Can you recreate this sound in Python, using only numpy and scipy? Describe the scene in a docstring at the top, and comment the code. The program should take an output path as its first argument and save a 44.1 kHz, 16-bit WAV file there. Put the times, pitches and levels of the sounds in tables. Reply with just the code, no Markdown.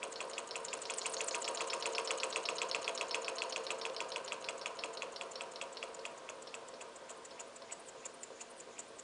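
"""A small metal compressed-air engine runs on a wooden table, in a small room with a faint electric hum.
From the start, each turn brings a rod knock, two exhaust puffs and a valve-link tick, while the shaft
rumbles through base plate and table top. Around 1 s a burst of air swells the puffs and the flywheel
speeds up; from 2 s it winds down. Near 6 s the link goes slack and the puffs turn into soft, uneven
chuffs. By 7 s the knock has all but gone, and the engine crawls on to the end."""
import sys
import numpy as np
from scipy import signal
from scipy.fft import rfft, irfft
from scipy.io import wavfile

SR = 44100
rng = np.random.default_rng(int(sys.argv[2]) if len(sys.argv) > 2 else 0)


def to_wav(sig):
    """Store sig (one row per channel, or 1-D mono) as 16-bit WAV at the path in sys.argv[1].

    Samples outside -1..1 are clipped; the rate is SR.
    """
    pcm = np.clip(np.atleast_2d(sig), -1, 1) * 32767
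    pcm = np.round(pcm).astype(np.int16)
    wavfile.write(sys.argv[1], SR, pcm.T)  # frames by channels


N = 398223
TIME = np.arange(N) / SR


def undb(db):
    """Decibels to gain."""
    return 10 ** (np.asarray(db) / 20)


def unit(x):
    """Scale to rms 1."""
    return x / np.sqrt(np.mean(x ** 2))


def seconds(length):
    """Sample times over a length in seconds."""
    return np.arange(int(length * SR)) / SR


def noise():
    """Fresh white noise."""
    return rng.standard_normal(N)


def lowpass(x, hz, order=4):
    """Roll off the highs."""
    return signal.sosfilt(signal.butter(order, hz, fs=SR, output="sos"), x)


def through(x, response):
    """Pass a sound through an impulse response."""
    return signal.fftconvolve(x, response)[:len(x)]


def colour(x, points):
    """Minimum-phase EQ through (f/Hz, level/dB) points, scaled to unit power gain."""
    hz, db = np.transpose(points)
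    size = 4096
    bin_hz = np.arange(size // 2 + 1) * SR / size
    gain = undb(np.interp(np.log(bin_hz + 1), np.log(hz), db))
    cepstrum = irfft(np.log(unit(gain)))
    cepstrum[1:size // 2] *= 2
    cepstrum[size // 2 + 1:] = 0
    return through(x, irfft(np.exp(rfft(cepstrum))))


def ring(modes):
    """Impulse response of damped modes."""
    t = seconds(.5)
    return sum(undb(db) * np.cos(2 * np.pi * hz * t) * undb(-60 * t / t60) for hz, db, t60 in modes)


def blows(times, db):
    """One impulse for each hit."""
    out, at = np.zeros(N), np.round(times * SR).astype(int)
    inside = (at >= 0) & (at < N)
    np.add.at(out, at[inside], undb(db)[inside])
    return out


def diffuse(t60, rise):
    """Dense reflections that build up and die away; unit energy."""
    t = seconds(.5)
    tail = rng.standard_normal(len(t)) * undb(-60 * t / t60) * (1 - np.exp(-(t / rise) ** 2))
    return tail / np.sqrt(np.sum(tail ** 2))


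def swells(times, db, widths, skew=0):
    """A bell-shaped envelope around each time; skew makes the attack faster than the release."""
    envelope = np.zeros(N)
    for at, gain, width in zip(times, undb(db), widths):
        i = np.arange(max(int((at - 5 * width) * SR), 0), min(int((at + 5 * width) * SR), N))
        lag = i / SR - at
        envelope[i] += gain * np.exp(-(lag / (width * np.exp(skew * np.sign(lag)))) ** 2 / 2)
    return envelope


def wander(hz):
    """Smooth random modulation up to a given rate; rms 1."""
    return unit(lowpass(noise(), hz, order=2))


def whistle(hz, width_hz):
    """Turbulence in a narrow gap: a breathy band of noise on a steady or moving pitch."""
    phase = 2 * np.pi * np.cumsum(np.broadcast_to(hz, N)) / SR
    return unit(wander(width_hz / 2) * np.cos(phase) + wander(width_hz / 2) * np.sin(phase))


# Mains hum partials: f/Hz, level/dB
HUM_PARTIALS = [(120, -89.5), (240, -73.5), (1320, -91), (1560, -73.5), (1680, -83.5)]
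# Room tone EQ: f/Hz, level/dB (relative)
ROOM_TONE_EQ = [(25, -8.5), (60, -6.5), (120, -1.5), (200, 3), (450, 12), (1000, 4), (1800, 1), (3000, 0),
                (5000, -3), (8000, -7.5), (10200, -10)]
def background():
    """The bed: soft, steady room tone and an electric hum."""
    hum = sum(undb(db) * np.sqrt(2) * np.sin(2 * np.pi * (hz * TIME + rng.random()))
              for hz, db in HUM_PARTIALS)
    return hum + undb(-57) * colour(noise(), ROOM_TONE_EQ)


def room(x, early_db, late_db):
    """Add reflections from nearby things, then the tail of a small room."""
    early = undb(early_db) * diffuse(t60=.017, rise=.0011)
    late = undb(late_db) * diffuse(t60=.31, rise=.02)
    return x + through(x, early + late)


# Flywheel speed curve: t/s, speed/(turns per s)
SPEED_CURVE = [(0.0, 5.715), (0.56, 5.678), (0.89, 6.003), (1.43, 7.628), (1.71, 8.022), (2.03, 8.01),
               (3.02, 7.51), (3.56, 7.032), (4.78, 5.574), (5.54, 4.852), (6.72, 3.662), (8.14, 2.808),
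               (9.03, 2.535)]
FULL_SPEED, SLACK_SPEED = 8, 4.5  # turns per s; the valve gear hangs loose below the slack speed
def speed(t):
    """Turns per second of the flywheel at the given times."""
    return np.interp(t, *np.transpose(SPEED_CURVE))


def by_speed(t, full_db, slope_db):
    """A level that rides the flywheel: full_db at full speed, plus slope_db per doubling."""
    return full_db + slope_db * np.log2(speed(t) / FULL_SPEED)


def flywheel():
    """The engine's clock: angle in turns, time of each dead centre and length of the turn after it."""
    t = seconds(N / SR + 1)
    angle = np.cumsum(speed(t)) / SR
    angle = angle - np.interp(.0298, t, angle)  # time of the first dead centre
    centres = np.interp(np.arange(int(angle[N]) + 2), angle, t)
    return angle[:N], centres[:-1], np.diff(centres)


# Air supply, opened up briefly and then eased off: t/s, level/dB
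PRESSURE_CURVE = [(0, -16.5), (.48, -16.5), (.8, -9), (1.12, -5.5), (1.32, -7), (1.7, -12.5), (3, -17.5),
                  (4.4, -23.5), (5.9, -25), (6.8, -25.5), (9.03, -24)]
def pressure(t):
    """Air pressure at the valve, in dB."""
    return np.interp(t, *np.transpose(PRESSURE_CURVE))


def sliding_air(angle):
    """Grainy rush of air along the piston and valve rod, strongest at mid-stroke and high pressure."""
    db = by_speed(TIME, -55, slope_db=11) + pressure(TIME) + 11 * wander(300)
    rush = colour(noise(), [(300, -23), (2500, 3.5), (4200, 10), (6200, 7), (7500, -16), (10000, -14)])
    return undb(db) * np.abs(np.sin(2 * np.pi * angle)) * rush


def leaks(times, period, angle, out_db, back_db):
    """Air squeezed past the piston rises in pitch toward dead centre; the valve slit whistles down."""
    from_centre = (angle + .5) % 1 - .5
    squeeze_hz = np.interp(from_centre, [-.07, .01], [1950, 2700])
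    squeeze = swells(times - .003, out_db - 10.5, .039 * period) * whistle(squeeze_hz, width_hz=530)
    leak_db = 2 * (back_db - back_db.max())  # the valve only leaks audibly at high pressure
    slit_hz = np.interp(angle % 1, [.40, .56], [9700, 7300])
    slit = swells(times + .49 * period, leak_db - 45.5, .05 * period) * whistle(slit_hz, width_hz=900)
    spray = swells(times + .27 * period, leak_db - 42, .019 * period) * whistle(9200, width_hz=1800)
    closing = swells(times + .88 * period, leak_db - 48.5, .07 * period) * whistle(6700, width_hz=960)
    return squeeze + slit + spray + closing


# Light play in the valve gear: angle/turns, level/dB at full speed
PIN_HITS = [(.118, -40.5), (.622, -42)]
# Ring of small steel pins: f/Hz, level/dB, t60/s
PIN_MODES = [(2970, -5, 0.02), (4090, -5, 0.012), (6550, -3, 0.023), (8600, -5, 0.01), (9300, -2.5, 0.0069)]
def pins(times, period):
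    """Faint uneven clicks as the valve gear's pins shift in their holes, until the gear goes slack."""
    driven = speed(times) > SLACK_SPEED
    times, period, contact = times[driven], period[driven], 0
    for turn, db in PIN_HITS:
        timing, accent = rng.standard_normal((len(times), 2)).T
        at = times + (turn + .0041 * timing) * period
        contact = contact + blows(at, by_speed(at, db, slope_db=13) + 2 * accent)
    clicks = through(contact, ring(PIN_MODES))
    return colour(clicks, [(300, -27), (2500, 3.5), (4000, 4.5), (10000, -1.5)])


# Two swells of rumble in the power stroke: angle/turns, level/dB against the load, width/turns
RUMBLE_SWELLS = [(0.146, -3, 0.033), (0.321, -0.5, 0.03)]
LOAD_DB, LOAD_SLOPE_DB = -41, 8  # force of the running shaft on the table
def shaft(times, period, angle):
    """Shaft rumble: constant rubbing, a thump and dull swells each turn, a bump as the valve reverses."""
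    load_db = by_speed(TIME, LOAD_DB, LOAD_SLOPE_DB)
    stroke_db = by_speed(times, LOAD_DB, LOAD_SLOPE_DB)
    # the same rough spots come round on every turn
    spots = 40
    offset, roughness = rng.standard_normal((spots, 2)).T
    spot_angles = np.arange(-1, len(times))[:, None] + (np.arange(spots) + .5 * offset) / spots
    spot_at = np.interp(spot_angles, angle, TIME)
    inside = (spot_at > 0) & (spot_at < TIME[-1])
    grains = blows(spot_at[inside], np.broadcast_to(4 * roughness, spot_at.shape)[inside])
    grind = unit(through(grains, diffuse(t60=.03, rise=.0021)))
    # the bearing is pressed hardest during the power stroke
    press = undb(load_db + .62 * np.cos(2 * np.pi * (angle - .22)))
    rub = press * (undb(-9) * grind + undb(-5.5) * unit(noise()))
    thump = through(blows(times + .01163 * period, stroke_db + 28.5), diffuse(t60=.097, rise=.005))
    reversal = blows(times + .70 * period, np.full(len(times), -19))
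    reversal = lowpass(through(reversal, diffuse(t60=.088, rise=.012)), 620)
    surge = sum(swells(times + turn * period, stroke_db + db, width * period)
                for turn, db, width in RUMBLE_SWELLS)
    return rub + thump + surge * lowpass(noise(), 690) + reversal


# Power stroke, return and valve reversal: angle/turns, level/dB at full speed, slope/dB per doubling
BUMP_HITS = [(.25, -32, 7), (.585, -37, 7.5), (.712, -36, 0)]
# How the bumps couple into the plate: f/Hz, level/dB (relative)
BUMP_EQ = [(300, -16), (455, -1.5), (530, 0.5), (680, -3.5), (950, -4.5), (1300, -11), (3000, -35)]
def bumps(times, period):
    """Dull blows that the moving parts give the base plate at set angles."""
    contact = 0
    for turn, db, slope_db in BUMP_HITS:
        at = times + turn * period
        contact = contact + blows(at, by_speed(at, db, slope_db) + 1.5 * rng.standard_normal(len(at)))
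    return colour(contact, BUMP_EQ)


# How the shove couples into the plate: f/Hz, level/dB (relative)
SHOVE_EQ = [(300, -21.5), (455, -13.5), (525, -2.5), (600, -17.5), (680, -4), (800, -6), (900, 3.5),
            (970, 6.5), (1080, -10), (1300, -4), (3000, -34.5)]
def shove(times):
    """The stroke shoves the base plate just after each knock."""
    db = by_speed(times, -29.5, slope_db=9) + .52 * rng.standard_normal(len(times))
    return colour(blows(times + .00599, db), SHOVE_EQ)


# Ring of the base plate on the table top: f/Hz, level/dB (relative), t60/s
PLATE_MODES = [(328, -17.5, 0.24), (347, -16, 0.2), (402, -12.5, 0.21), (455.8, -2.5, 0.23),
               (525.7, -1, 0.2), (543, -6, 0.29), (590, -32, 0.13), (672.8, -2, 0.17), (920, -24, 0.21),
               (957, -1, 0.12), (1004, -9, 0.13), (1047.4, -4, 0.18), (1097, -2.5, 0.075),
               (1202, -4.5, 0.15)]
# Woody body of the table top: f/Hz, level/dB (relative)
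WOOD_EQ = [(40, -39.5), (90, -38.5), (170, -16), (270, -21), (400, -5), (520, 3), (700, -3.5), (810, -7.5),
           (980, -0.7), (1200, -11), (1380, -15), (1530, -8.5), (1900, -23.5), (6000, -43.5)]
def plate_and_table(times, period, angle):
    """One bearing, the shove and the bumps ring the base plate; the other bearing shakes the wood."""
    modes = ring(PLATE_MODES)
    force = shove(times) + undb(-3.5) * shaft(times, period, angle) + bumps(times, period)
    plate = through(force, modes / np.sqrt(np.sum(modes ** 2)))
    low_cut = signal.butter(2, 280, "highpass", fs=SR, output="sos")  # a small plate has little bass
    wood = undb(-3.5) * colour(shaft(times, period, angle), WOOD_EQ)
    return signal.sosfilt(low_cut, plate) + wood


# The slack link catches now and then: t/s, level/dB
SLACK_TICKS = [(5.992, -50), (6.472, -48), (6.739, -55), (7.3088, -50.5), (7.6204, -52)]
def valve_reversals(times, period):
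    """Cue times and levels for the link: once a turn as the valve reverses, then only stray ticks."""
    at = times + .719 * period + .0028  # the link crosses its play just after the reversal
    db = by_speed(at, -39.5, slope_db=11) + rng.standard_normal(len(at))
    db = db - .15 * pressure(at)  # air cushions the tick
    regular = np.column_stack([at, db])[speed(at) > SLACK_SPEED]
    return np.vstack([regular, SLACK_TICKS]).T


# Bright ring of the valve link: f/Hz, level/dB, t60/s
LINK_MODES = [(3150, -10, .007), (3610, -12, .007), (3920, -3, .009), (4140, -5.5, .014), (4310, -14, .09),
              (4490, -21, .07), (4555, -22, .07), (4670, -13, .012), (5020, -12, .009), (5250, -8, .016),
              (5310, -18.5, .08), (5500, -12, .007)]
def valve_link(times, db):
    """The link ticks, rebounds a few milliseconds later, then chatters as it drags the valve back."""
    timing, accent, drag_timing = rng.standard_normal((len(times), 3)).T
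    rebound = blows(times + .0037 + .0003 * timing, db - 5 + accent)
    contact = blows(times, db) + rebound
    chatter = undb(-21) * noise() * through(contact, np.exp(-seconds(.1) / .0036))
    tick = through(undb(-1) * contact + chatter, ring(LINK_MODES))
    tick_eq = [(300, -24.5), (2000, -1), (3800, -4.5), (5500, -2), (6500, -21.5), (10000, -10.5)]
    drag = swells(times + .018 + .002 * drag_timing, db - 12.5, np.full(len(times), .008))
    scrape = drag * undb(2 * wander(180)) * whistle(4480, width_hz=720)
    return colour(tick, tick_eq) + scrape


# Hiss of the exhaust jet: f/Hz, level/dB (relative)
JET_EQ = [(300, -42), (1500, -7), (2700, -8.5), (4000, -12.5), (5700, -8.5), (6500, -3.5), (6950, -1),
          (7400, -0.5), (8300, -4), (9200, -5.5), (10200, -14)]
def jet(hz, width_hz, hiss_db, whistle_db):
    """Air leaving the port: a broad hiss with a breathy whistle on top."""
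    return undb(hiss_db) * colour(noise(), JET_EQ) + undb(whistle_db) * whistle(hz, width_hz)


def sputter(trim_db):
    """Fast random gain flutter that gives the jet its rasp."""
    return undb(2.8 * wander(180) + trim_db)


# Uneven puffs at a crawl, two a turn: t/s, level/dB, half length/s
CHUFF_CUES = [(6.06, -46.5, .0055), (6.181, -49, .004), (6.299, -44.5, 0.0045), (6.426, -47, 0.0032),
              (6.55, -44.5, 0.0051), (6.686, -49.5, 0.0046), (6.817, -44.5, 0.0057), (6.963, -47.5, 0.0039),
              (7.102, -45, 0.0085), (7.255, -44.5, 0.0045), (7.405, -43, .0062), (7.564, -46.5, 0.004),
              (7.725, -41, 0.0061), (7.889, -47, 0.0057), (8.06, -40, 0.0052), (8.236, -46, 0.0056),
              (8.414, -44.5, 0.0089), (8.605, -45, 0.0045), (8.795, -42, 0.0074), (8.996, -48, 0.0059)]
def chuffs():
    """The crawling engine lets out single soft puffs; each whistles around one pitch and sputters."""
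    flow = swells(*np.transpose(CHUFF_CUES), skew=.1)
    air = jet(7380 + 250 * wander(40.1), width_hz=1080, hiss_db=-5.5, whistle_db=-3)
    return flow * air * sputter(trim_db=-1)


def exhaust(times, period, angle, out_db, back_db):
    """Two rasping puffs a turn: the first swells and whistles up, the second snaps open and falls."""
    length_spread, pitch_spread_hz = .12, 258  # from puff to puff
    out_stretch, back_stretch, out_detune, back_detune = rng.standard_normal((len(times), 4)).T
    out_s = (.0028 + .0058 * period) * np.exp(length_spread * out_stretch)
    back_s = (.0034 + .0059 * period) * np.exp(length_spread * back_stretch)
    out = swells(times + .042 * period + .0015, out_db - .5, out_s)
    seep = swells(times + .026 * period, out_db - 11, .013 * period)  # the port starts to uncover
    back = swells(times + .499 * period + .0072, back_db + .5, back_s, skew=.35)
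    # the jet's pitch follows the opening of the port
    out_hz = np.interp((angle + .5) % 1 - .5, [0, .07], [6600, 8000])
    out_hz += pitch_spread_hz * np.interp(TIME, times, out_detune)
    back_hz = np.interp(angle % 1, [.5, .6], [8100, 6500])
    back_hz += pitch_spread_hz * np.interp(TIME, times + period / 2, back_detune)
    out_jet = jet(out_hz, width_hz=840, hiss_db=-2.5, whistle_db=-2)
    back_jet = jet(back_hz, width_hz=900, hiss_db=-2, whistle_db=-1.5)
    return sputter(trim_db=-.04) * ((out + seep) * out_jet + back * back_jet)


# Knock: cushioned at high pressure, hardest at top speed, fading as the slow rod seats: t/s, level/dB
KNOCK_CURVE = [(0, -29), (.9, -27.5), (1.3, -26), (1.73, -26.5), (1.98, -23), (2.7, -22), (4, -25.5),
               (4.8, -25.3), (5.2, -28.5), (6.05, -29), (6.29, -33.5), (6.54, -32.5), (6.82, -38),
               (7.1, -45)]
def stroke_levels(times):
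    """Each turn's levels for the knock and the two puffs; the puffs ride speed and air pressure."""
    knock_accent, out_accent, back_accent = rng.standard_normal((len(times), 3)).T
    knock_db = np.interp(times, *np.transpose(KNOCK_CURVE))
    out_db = by_speed(times, -32.5, slope_db=.5) + .71 * pressure(times)
    back_db = by_speed(times, -34.5, slope_db=-8) + pressure(times)  # a slow cylinder has time to fill
    return knock_db + .4 * knock_accent, out_db + 2.1 * out_accent, back_db + 2.1 * back_accent


# Dry clack of the connecting rod: f/Hz, level/dB, t60/s
ROD_MODES = [(2493, -2, 0.0043), (2820, -6.5, 0.00085), (3400, -24.5, 0.0028), (2667, -41, 0.089)]
def rod_knock(times, db):
    """The rod bearing knocks at dead centre in three quick touches, then rattles in its play."""
    rattle_span_s, fade_db_per_s = .022, 300.5
    lead_accent, trail_accent, timing = rng.standard_normal((len(times), 3)).T
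    lead = blows(times - .0003, db - 7 + .5 * lead_accent)
    hit = blows(times + .00008, db + 2)
    trail = blows(times + .00085 + .00003 * timing, db - 8 + trail_accent)
    lags = .001785 + rattle_span_s * rng.random(size=(len(times), 7)) ** 1.5
    rattle_db = db[:, None] - 10.5 - fade_db_per_s * lags + 3 * rng.standard_normal(lags.shape)
    rattle = blows((times[:, None] + lags).ravel(), rattle_db.ravel())
    contact = lead + hit + trail + rattle
    grit = noise() * through(contact, np.exp(-seconds(.05) / .0013))
    grit_eq = [(300, -22.5), (1200, 8), (2000, -9), (4200, -.5), (6000, -1), (7500, 1), (10000, -17)]
    clack = through(contact, ring(ROD_MODES))
    clack_eq = [(300, -29), (1600, -7.5), (2200, -3.5), (3400, 1), (4000, -14.5), (10000, -10)]
    return undb(-5.5) * colour(clack, clack_eq) + undb(-16.5) * colour(grit, grit_eq)


def scene():
    """Mix knocks, ticks, air and rumble over the bed, with the flywheel as the clock."""
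    angle, times, period = flywheel()
    knock_db, out_db, back_db = stroke_levels(times)
    knocks = room(rod_knock(times, knock_db), early_db=-5.5, late_db=-13)
    ticks = valve_link(*valve_reversals(times, period)) + pins(times, period)
    ticks = room(ticks, early_db=-35, late_db=-9.5)
    brisk = times < 6  # the chuffs take over at 6 s
    puffs = exhaust(times[brisk], period[brisk], angle, out_db[brisk], back_db[brisk]) + chuffs()
    air = puffs + sliding_air(angle) + leaks(times, period, angle, out_db, back_db)
    air = room(air, early_db=-12, late_db=-17)
    return (knocks + ticks + air + plate_and_table(times, period, angle) + background())[None]


def record(dry):
    """A steep high cut near 10 kHz."""
    return signal.sosfilt(signal.ellip(10, .2, 55, 10020, fs=SR, output="sos"), dry)


dry = scene()
out = record(dry)
to_wav(out)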